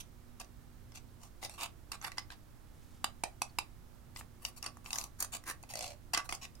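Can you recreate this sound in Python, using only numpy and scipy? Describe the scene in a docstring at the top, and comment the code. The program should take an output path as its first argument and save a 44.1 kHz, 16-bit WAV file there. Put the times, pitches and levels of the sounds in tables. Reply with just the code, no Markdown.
"""A steel blade digs pressed powder out of a small plastic compact held over a glass tray.
Strokes, cracking lumps, catches and rib runs are forces of random grains or single contacts.
They excite resonances of pan and blade and the hollow case; halfway, four raps knock crumbs out.
Two spaced microphones stand close by in a small dry room with a low electric hum."""
import sys
import numpy as np
from scipy import signal
from scipy.fft import rfft, irfft, next_fast_len
from scipy.io import wavfile

SR = 44100
rng = np.random.default_rng(int(sys.argv[2]) if len(sys.argv) > 2 else 0)


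def transcribe(signal):
    """Save signal, clipped to [-1, 1], as a 16-bit WAV file at the path in sys.argv[1]."""
    frames = np.atleast_2d(signal).T
    limited = np.clip(frames, -1, 1)
    pcm = np.round(limited * 32767).astype(np.int16)
    wavfile.write(sys.argv[1], SR, pcm)


N = 291060
TIME_S = np.arange(N) / SR

# strokes through the powder: start_s, length_s, hardest_push (share of length), level_db,
#   hollow_hz, hollow_above_ring_db, tilt_db_per_octave, left_minus_right_db
STROKES = [(0.0, 0.019, 0.067, -49, 820, -17.5, 0.5, -6.5), (0.4, 0.026, .3, -52, 795, -4.5, -1, -2),
           (0.939, 0.047, 0.68, -55.5, 800, -12, -2.5, 0), (1.193, 0.092, 0.64, -62.5, 800, -4.5, 1.5, -1),
           (1.414, 0.058, 0.64, -48.5, 764, -5, -0.5, 1.5), (1.492, 0.086, 0.26, -59.5, 766, -10, 0, -2.5),
           (1.576, 0.095, 0.51, -45.5, 856, -5, -2, -2.5), (1.921, 0.042, 0.43, -54, 1110, -0.5, 1, -3),
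           (2.019, 0.067, 0.86, -49.5, 1110, 0.5, -1, -3.5),
           (2.167, 0.034, 0.69, -51.5, 1090, -3.5, -1, -3.5), (2.3, 0.048, 0.39, -57, 1200, -4, -3, -2.5),
           (4.147, 0.073, 0.66, -54, 1070, -8.5, 3, 1.5), (4.407, 0.098, 0.93, -56.5, 900, -6.5, 3.5, 2),
           (4.561, .033, 0.59, -55, 950, -10, 4, 1.5), (4.62, 0.072, 0.69, -54.5, 1000, 0.5, -2, 1),
           (4.839, 0.079, 0.33, -59, 920, -4, 3, 0.5), (4.908, 0.17, 0.31, -50, 965, -4.5, 2.5, 1.5),
           (5.186, 0.077, 0.29, -45.5, 1300, -7, 3, -2), (5.319, 0.054, 0.63, -43.5, 1200, -7.5, 1, 0.5),
           (5.454, 0.073, 0.44, -46, 1400, -1, 3.5, -0.5), (5.688, 0.044, 0.53, -51, 740, -8.5, 0.5, -2),
           (5.741, 0.21, 0.44, -51, 640, -4, -1, -0.5), (6.139, 0.071, 0.55, -47.5, 1040, 2.5, -6, -0.5),
           (6.242, 0.0272, 0.35, -58.5, 1040, -0.5, 4, -2), (6.293, 0.074, .55, -51.5, 1040, -3, 0.5, -1),
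           (6.41, 0.046, 0.92, -48, 1050, -7.5, -4, -1.5)]
# lumps crack off the cake: start_s, level_db, hollow_above_ring_db, tilt_db_per_octave
LUMPS = [(0.397, -46, -9, 0.5), (1.916, -40, -7.5, 0), (2.0428, -38.5, -10.5, -10.5), (5.202, -34, -24, 14),
         (5.222, -33, -13.5, 9), (6.1332, -31, -5.5, 0.5), (6.143, -29.5, -10, -4), (6.2892, -40, -6, -3.5)]
# blade catches on a hard crumb or the rim and snaps free:
#   start_s, level_db, hollow_above_ring_db, tilt_db_per_octave
CATCHES = [(.4448, -60, -16, 1), (.92, -58.5, -8, -2), (.957, -48.5, -13, -1), (1.4279, -48.5, 3, -11),
           (1.4477, -40, -17, -1), (1.4954, -46.5, -7.5, -1), (1.609, -42.5, -16, 3),
           (1.633, -38.5, -13, 4), (2.014, -47.5, -11, -9.5), (2.118, -46, -12, 2), (2.1816, -34, -7, -5),
           (2.303, -46, -12, -10), (4.1611, -44.5, -7, -5), (4.2102, -55.5, 8.5, -19),
           (4.45, -32, -17.5, -1), (4.6264, -39, -20, 0.5), (4.6416, -43.5, -13, 1), (4.662, -35, -7.5, -2),
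           (4.77, -59.5, 6, 10), (4.86, -45.5, -8.5, -9), (4.9055, -40.5, -13, -2), (5.4382, -56.5, 0, 6),
           (5.4987, -41, -3, 3), (5.6281, -52.5, -15, 11.5), (5.6356, -54, 1, -6),
           (6.1745, -28.5, -6, -1.5), (6.3245, -35, -4, -2), (6.349, -40.5, -16, 7),
           (6.5521, -55.5, -22, 4.5)]
# tip dragged across the ribs of the pan: first_rib_s, last_rib_s, ribs_per_s,
#   level_db (before fade and chance), hollow_above_ring_db, tilt_db_per_octave
RIB_RUNS = [(4.9298, 5.0396, 37, -33.5, -13.5, 0), (5.737, 5.8782, 58, -39, -6.5, 1.5)]
# resonances of pan and blade: pitch_hz, width_hz, relative_db (before chance)
PAN_MODES = [(1640, 100, -4), (2010, 127, 6.5), (2664, 340, 1.5), (3820, 93, 2), (4645, 150, 8),
             (5110, 170, 12), (5430, 480, 2.5), (5460, 300, -2.5), (6230, 810, 3.5), (7000, 217, -24),
             (8600, 1000, -4), (9760, 1600, -4.5), (12530, 10200, -34)]
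# blade's bending note, lower once the fingers shift their grip: from_s, to_s, pitch_hz, width_hz, gain_db
GRIPS = [(0, 3.15, 3730, 597, -5), (3.15, 7, 2540, 298, -11.5)]
# narrow modes of the steel: pitch_hz, width_hz, gain_db
SINGING_MODES = [(1094, 13, 3), (1148, 11, 4), (2014, 14, -2), (2677, 30, -1), (4880, 22, -1), (5943, 20, -1)]
# raps on the case: start_s, level_db, hollow_hz, hollow_above_ring_db, tilt_db_per_octave,
#   left_minus_right_db, blade_ring_hz, blade_ring_db
RAPS = [(3.0427, -28.5, 950, -2, -1.6, -2, 3600, -31.5), (3.2364, -31, 830, -2, -2, -3.5, 2570, -32.5),
        (3.4181, -30.5, 870, -2.5, 1, -3, 2570, -31), (3.5862, -30, 910, -2.5, -1, -4, 2670, -28)]
# room's answer: pitch_hz, relative_db, t60_s
ROOM = [(200, -16.5, 0.36), (530, -3.5, 0.2), (860, -13.5, 0.23), (2480, -9.5, 0.17), (4870, -10.5, 0.14),
        (9150, -13, 0.15), (15500, -12.5, 0.058)]
# spectrum of room air: pitch_hz, relative_db (per Hz)
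AIR = [(15, 0.5), (31, -0.5), (46, 2), (75, -4), (150, -9), (270, -15.5), (500, -21.5), (1300, -25),
       (2500, -33), (6000, -35.5), (16000, -37.5)]
# hum: pitch_hz, level_db (before waver and panning)
HUM = [(90.5, -67.5), (120, -67), (240, -72.5), (300.5, -77.5), (355, -78)]


def strokes():
    """The blade judders through the cake, breaking grains as it goes."""
    out = np.zeros((2, N))
    for start_s, length_s, hardest, level_db, *spot in STROKES:
        force = grind(length_s, hardest)
        scrape = compact(force, *spot, hollow_spread=1.48, crackle_db=8.5)
        add(out, start_s, np.sqrt(length_s * SR) * from_db(level_db) * scrape)
    return out


def grind(length_s, hardest, grains_per_s=8000, grain_db=4, judder_db=4.0, judder_per_s=300, swell=0.74):
    """Force of a juddering blade breaking grains; the push swells to its hardest point and eases off."""
    t = TIME_S[:int((length_s + .025) * SR)]
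    peak = np.clip(hardest, .05, .95)
    phase = np.interp(t / length_s, [0, peak, 1], [0, 1, 0])
    pressure = np.sin(np.pi / 2 * phase) ** swell
    judder = from_db(judder_db * drift(judder_per_s, t))
    return crumble(t, grains_per_s, grain_db) * pressure * judder


def crumble(t, grains_per_s, size_db):
    """Grains of powder break at random, most small, a few large."""
    sizes = from_db(size_db * np.minimum(rng.exponential(1, len(t)), 4))
    signs = rng.choice([-1, 1], len(t))
    return sizes * signs * (rng.random(len(t)) < grains_per_s / SR)


def cracks(crack_s=0.0088):
    """A lump gives way in one short dense crunch."""
    out = np.zeros((2, N))
    for start_s, level_db, hollow_db, tilt_db in LUMPS:
        hollow_hz, pan_db = place(start_s)
        force = grind(crack_s, hardest=0.36)
        crunch = compact(force, hollow_hz, hollow_db, tilt_db, pan_db, hollow_spread=1.67, crackle_db=-0.5)
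        add(out, start_s, np.sqrt(crack_s * SR) * from_db(level_db) * crunch)
    return out


def catches():
    """The blade snaps over hard crumbs and the rim."""
    out = np.zeros((2, N))
    for start_s, level_db, *colour in CATCHES:
        add(out, start_s, from_db(level_db) * snap(start_s, *colour))
    return out


def ribs(fade_db=6.5, chance_db=2.3):
    """Evenly spaced ribs give a run of snaps that weaken as the push eases, with chance from rib to rib."""
    out = np.zeros((2, N))
    for first_s, last_s, ribs_per_s, level_db, *colour in RIB_RUNS:
        count = round((last_s - first_s) * ribs_per_s) + 1
        for rib_s in np.linspace(first_s, last_s, count):
            progress = (rib_s - first_s) / (last_s - first_s)
            push_db = chance_db * rng.standard_normal() - fade_db * progress ** 2
            add(out, rib_s, from_db(level_db + push_db) * snap(rib_s, *colour))
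    return out


def snap(start_s, hollow_db, tilt_db):
    """The blade slips free with one sharp contact."""
    hollow_hz, pan_db = place(start_s)
    force, size = blow(chatter_s=0.00095, chatter_db=-2)
    return size * compact(force, hollow_hz, hollow_db, tilt_db, pan_db)


def blow(chatter_s, chatter_db):
    """One sharp contact in a bright chatter that swells and dies, and the size for 5 ms at level one."""
    t = TIME_S[:1536]
    envelope = t * np.exp(-t / chatter_s)
    chatter = band(crumble(t, 16000, 6.4) * envelope, 2240, 12500)
    force = from_db(chatter_db) * unit(chatter) + signal.unit_impulse(len(t), 10)
    return force, np.sqrt(.005 * SR)


def place(at_s):
    """Hollow pitch and left-right position of the stroke nearest in time."""
    gaps_s = [abs(at_s - start_s - length_s / 2) - length_s / 2 for start_s, length_s, *_ in STROKES]
    *_, hollow_hz, _, _, pan_db = STROKES[np.argmin(gaps_s)]
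    return hollow_hz, pan_db


def compact(force, hollow_hz, hollow_db, tilt_db, pan_db, hollow_spread=1.494, crackle_db=-4,
            mode_chance_db=7.0, thud_db=-13):
    """Force on the pan gives a bright ring and the hollow knock of the case, at both microphones."""
    ring = 0
    for k, (hz, width_hz, db) in enumerate(PAN_MODES):
        # each point of contact favours other modes
        gain = from_db(db + mode_chance_db * rng.standard_normal())
        ring = ring + (-1) ** k * gain * resonate(force, hz, width_hz)
    # the breaking powder is also heard directly
    crackle = from_db(crackle_db) * unit(band(force, 1250, 11800))
    ring = brighten(unit(ring) + crackle, tilt_db)
    # below 1 kHz, the lower the hollow, the more sharply it is tuned
    spread = hollow_spread ** min(hollow_hz / 1000, 1) ** 2
    thud = from_db(thud_db) * unit(band(force, 192, 486))
    hollow = unit(band(force, hollow_hz / spread, hollow_hz * spread)) + thud
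    ring = near_field(ring, lag_s=.0007, left_scatter_db=-3, right_scatter_db=4.5, scatter_s=0.00091)
    hollow = near_field(hollow, lag_s=.00008, left_scatter_db=-16, right_scatter_db=-12, scatter_s=.0012)
    return (ring * sides(1.0) + from_db(hollow_db) * hollow * sides(-3.3)) * sides(pan_db)


def brighten(x, tilt_db, pivot_hz=5200):
    """Tip the spectrum about a pivot, in dB per octave: harder grit excites more treble."""
    size = next_fast_len(len(x) + 512)
    hz = np.clip(np.fft.rfftfreq(size, 1 / SR), 1800, 12000)
    octaves = np.log2(hz / pivot_hz)
    return irfft(rfft(x, size) * from_db(tilt_db * octaves), size)[:len(x)]


def near_field(sound, lag_s, left_scatter_db, right_scatter_db, scatter_s):
    """Straight path plus scatter off hands, lid and tray to each microphone; redrawn for every sound."""
    t = TIME_S[:512]
    scatter = unit(rng.standard_normal((2, len(t))) * np.exp(-t / scatter_s))
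    paths = from_db([[left_scatter_db], [right_scatter_db]]) * scatter
    paths[:, 0] += 1
    # the right microphone hears it later
    paths[1] = np.interp(t - lag_s, t, paths[1], left=0)
    return unit(signal.fftconvolve(sound[None], paths, axes=1))


def bending(x):
    """Scraping stirs the blade's bending note, broad because the fingers damp it."""
    note = 0
    for from_s, to_s, hz, width_hz, db in GRIPS:
        held = (TIME_S >= from_s) * (TIME_S < to_s)
        note = note + from_db(db) * resonate(x * held, hz, width_hz)
    return note


def singing(x):
    """While it digs, the steel sings on faintly in a few narrow modes."""
    return sum(from_db(db) * resonate(x, hz, width_hz) for hz, width_hz, db in SINGING_MODES)


def raps(ring_t60_s=0.029, after_ring_db=-19, after_t60_s=0.036):
    """Steel knocks on the rim; the blade rings briefly in two decays, damped by the fingers."""
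    out, t = np.zeros((2, N)), TIME_S[:SR // 4]
    dying = from_db(-60 * t / ring_t60_s) + from_db(after_ring_db - 60 * t / after_t60_s)
    for start_s, level_db, *spot, ring_hz, ring_db in RAPS:
        force, size = blow(chatter_s=0.0012, chatter_db=2)
        knock = compact(force, *spot, hollow_spread=1.3, crackle_db=9)
        add(out, start_s, size * from_db(level_db) * knock)
        add(out, start_s, from_db(ring_db) * dying * np.sin(2 * np.pi * ring_hz * t))
    return out


def pour(start_s=2.62, end_s=3.11, hiss_db=-73, squeak_s=3.5, squeak_hz=4500, squeak_db=-66):
    """Loose powder slides off with a faint hiss; the tilting case gives a tiny squeak."""
    flow = np.sin(np.pi * np.clip((TIME_S - start_s) / (end_s - start_s), 0, 1))
    hiss = from_db(hiss_db) * flow * unit(band(crumble(TIME_S, 3000, 4.8), 750, 9200))
    swell = np.exp(-((TIME_S - squeak_s) / 0.011) ** 2)
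    tone = unit(resonate(rng.standard_normal(N), squeak_hz, 350))
    return np.sqrt(N) * (hiss + from_db(squeak_db) * swell * tone)


def room(x, full_s=0.0016, build_s=0.0098):
    """Short diffuse tail of noise bands, near full at once, that broadly dies sooner in the treble."""
    t = TIME_S[:SR // 3]
    edges_hz = np.geomspace(100, 19000, 12)
    arrival = np.clip((t - full_s) / build_s + 1, 0, 1)
    tails = 0
    for low_hz, high_hz in zip(edges_hz, edges_hz[1:]):
        hz = np.sqrt(low_hz * high_hz)
        decay = from_db(-60 * t / at_hz(ROOM, hz, column=2))
        dying = unit(rng.standard_normal((2, 2, len(t))) * arrival * decay)
        tails = tails + from_db(at_hz(ROOM, hz)) * band(dying, low_hz, high_hz)
    # each channel's sound comes back to both microphones
    return signal.fftconvolve(x[None], tails, axes=2).sum(axis=1)[:, :N] / np.sqrt(2)


def background(air_db=-56, alike=0.24, pan_db=-6.0, waver_db=3.0, waver_rad=0.62, waver_per_s=3.6):
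    """Rumble and hiss of the room, partly shared by the sides, with a wavering hum; stronger on the right."""
    white = rfft(rng.standard_normal((3, N)))
    colour = from_db(at_hz(AIR, np.fft.rfftfreq(N, 1 / SR)))
    shared, *own = np.sqrt(N) * unit(irfft(white * colour, N))
    air = from_db(air_db) * (np.sqrt(alike) * shared + np.sqrt(1 - alike) * np.array(own))
    hum = 0
    for hz, level_db in HUM:
        level = from_db(level_db + waver_db * drift(waver_per_s, TIME_S))
        phase = 2 * np.pi * hz * TIME_S + waver_rad * drift(waver_per_s, TIME_S)
        hum = hum + np.sqrt(2) * level * np.sin(phase)
    return (air + hum) * sides(pan_db)


def from_db(db):
    """Gain for a level in dB."""
    return 10 ** (np.asarray(db) / 20)


def unit(x):
    """Scale to an energy of one."""
    return x / np.sqrt(np.sum(x ** 2, axis=-1, keepdims=True) + 1e-20)


def band(x, low_hz, high_hz, order=2):
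    """Butterworth band-pass."""
    edges_hz = [low_hz, min(high_hz, .45 * SR)]
    return signal.sosfilt(signal.butter(order, edges_hz, "band", fs=SR, output="sos"), x)


def resonate(x, hz, width_hz):
    """One resonance with a gain of one on top."""
    r = np.exp(-np.pi * width_hz / SR)
    zeros = np.array([1, 0, -1]) * (1 - r * r) / 2
    poles = [1, -2 * r * np.cos(2 * np.pi * hz / SR), r * r]
    return signal.lfilter(zeros, poles, x + 1e-18)


def at_hz(points, hz, column=1):
    """Read a column of a table on a log-frequency axis."""
    table = np.array(points)
    return np.interp(np.log(hz + 1e-9), np.log(table[:, 0]), table[:, column])


def drift(per_s, t):
    """Chance drift between random knots, spread near one."""
    knots = rng.standard_normal(256)
    return np.interp(t * per_s, np.arange(len(knots)), knots, period=len(knots))


def add(track, start_s, sound):
    """Lay a sound into a track."""
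    start = max(round(start_s * SR), 0)
    track[..., start:start + sound.shape[-1]] += sound[..., :max(N - start, 0)]


def sides(pan_db):
    """Left and right gains for a left-minus-right difference in dB."""
    return from_db(np.array([[pan_db], [-pan_db]]) / 2)


def scene(room_pan_db=-3, room_db=2.5, bleed=0.057):
    """The compact close by, its room tail, a little bleed between the sides, and the background."""
    digging = strokes() + cracks() + catches() + ribs()
    direct = digging + bending(digging) + raps()
    tail = from_db(room_db) * room(direct) * sides(room_pan_db)
    work = direct + tail + singing(digging) + pour()
    return work + bleed * work[::-1] + background()


def record(dry, cutoff_hz=16000):
    """Steep elliptic low-pass on the top."""
    return signal.sosfilt(signal.ellip(10, .2, 80, cutoff_hz, fs=SR, output="sos"), dry)


dry = scene()
out = record(dry)
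transcribe(out)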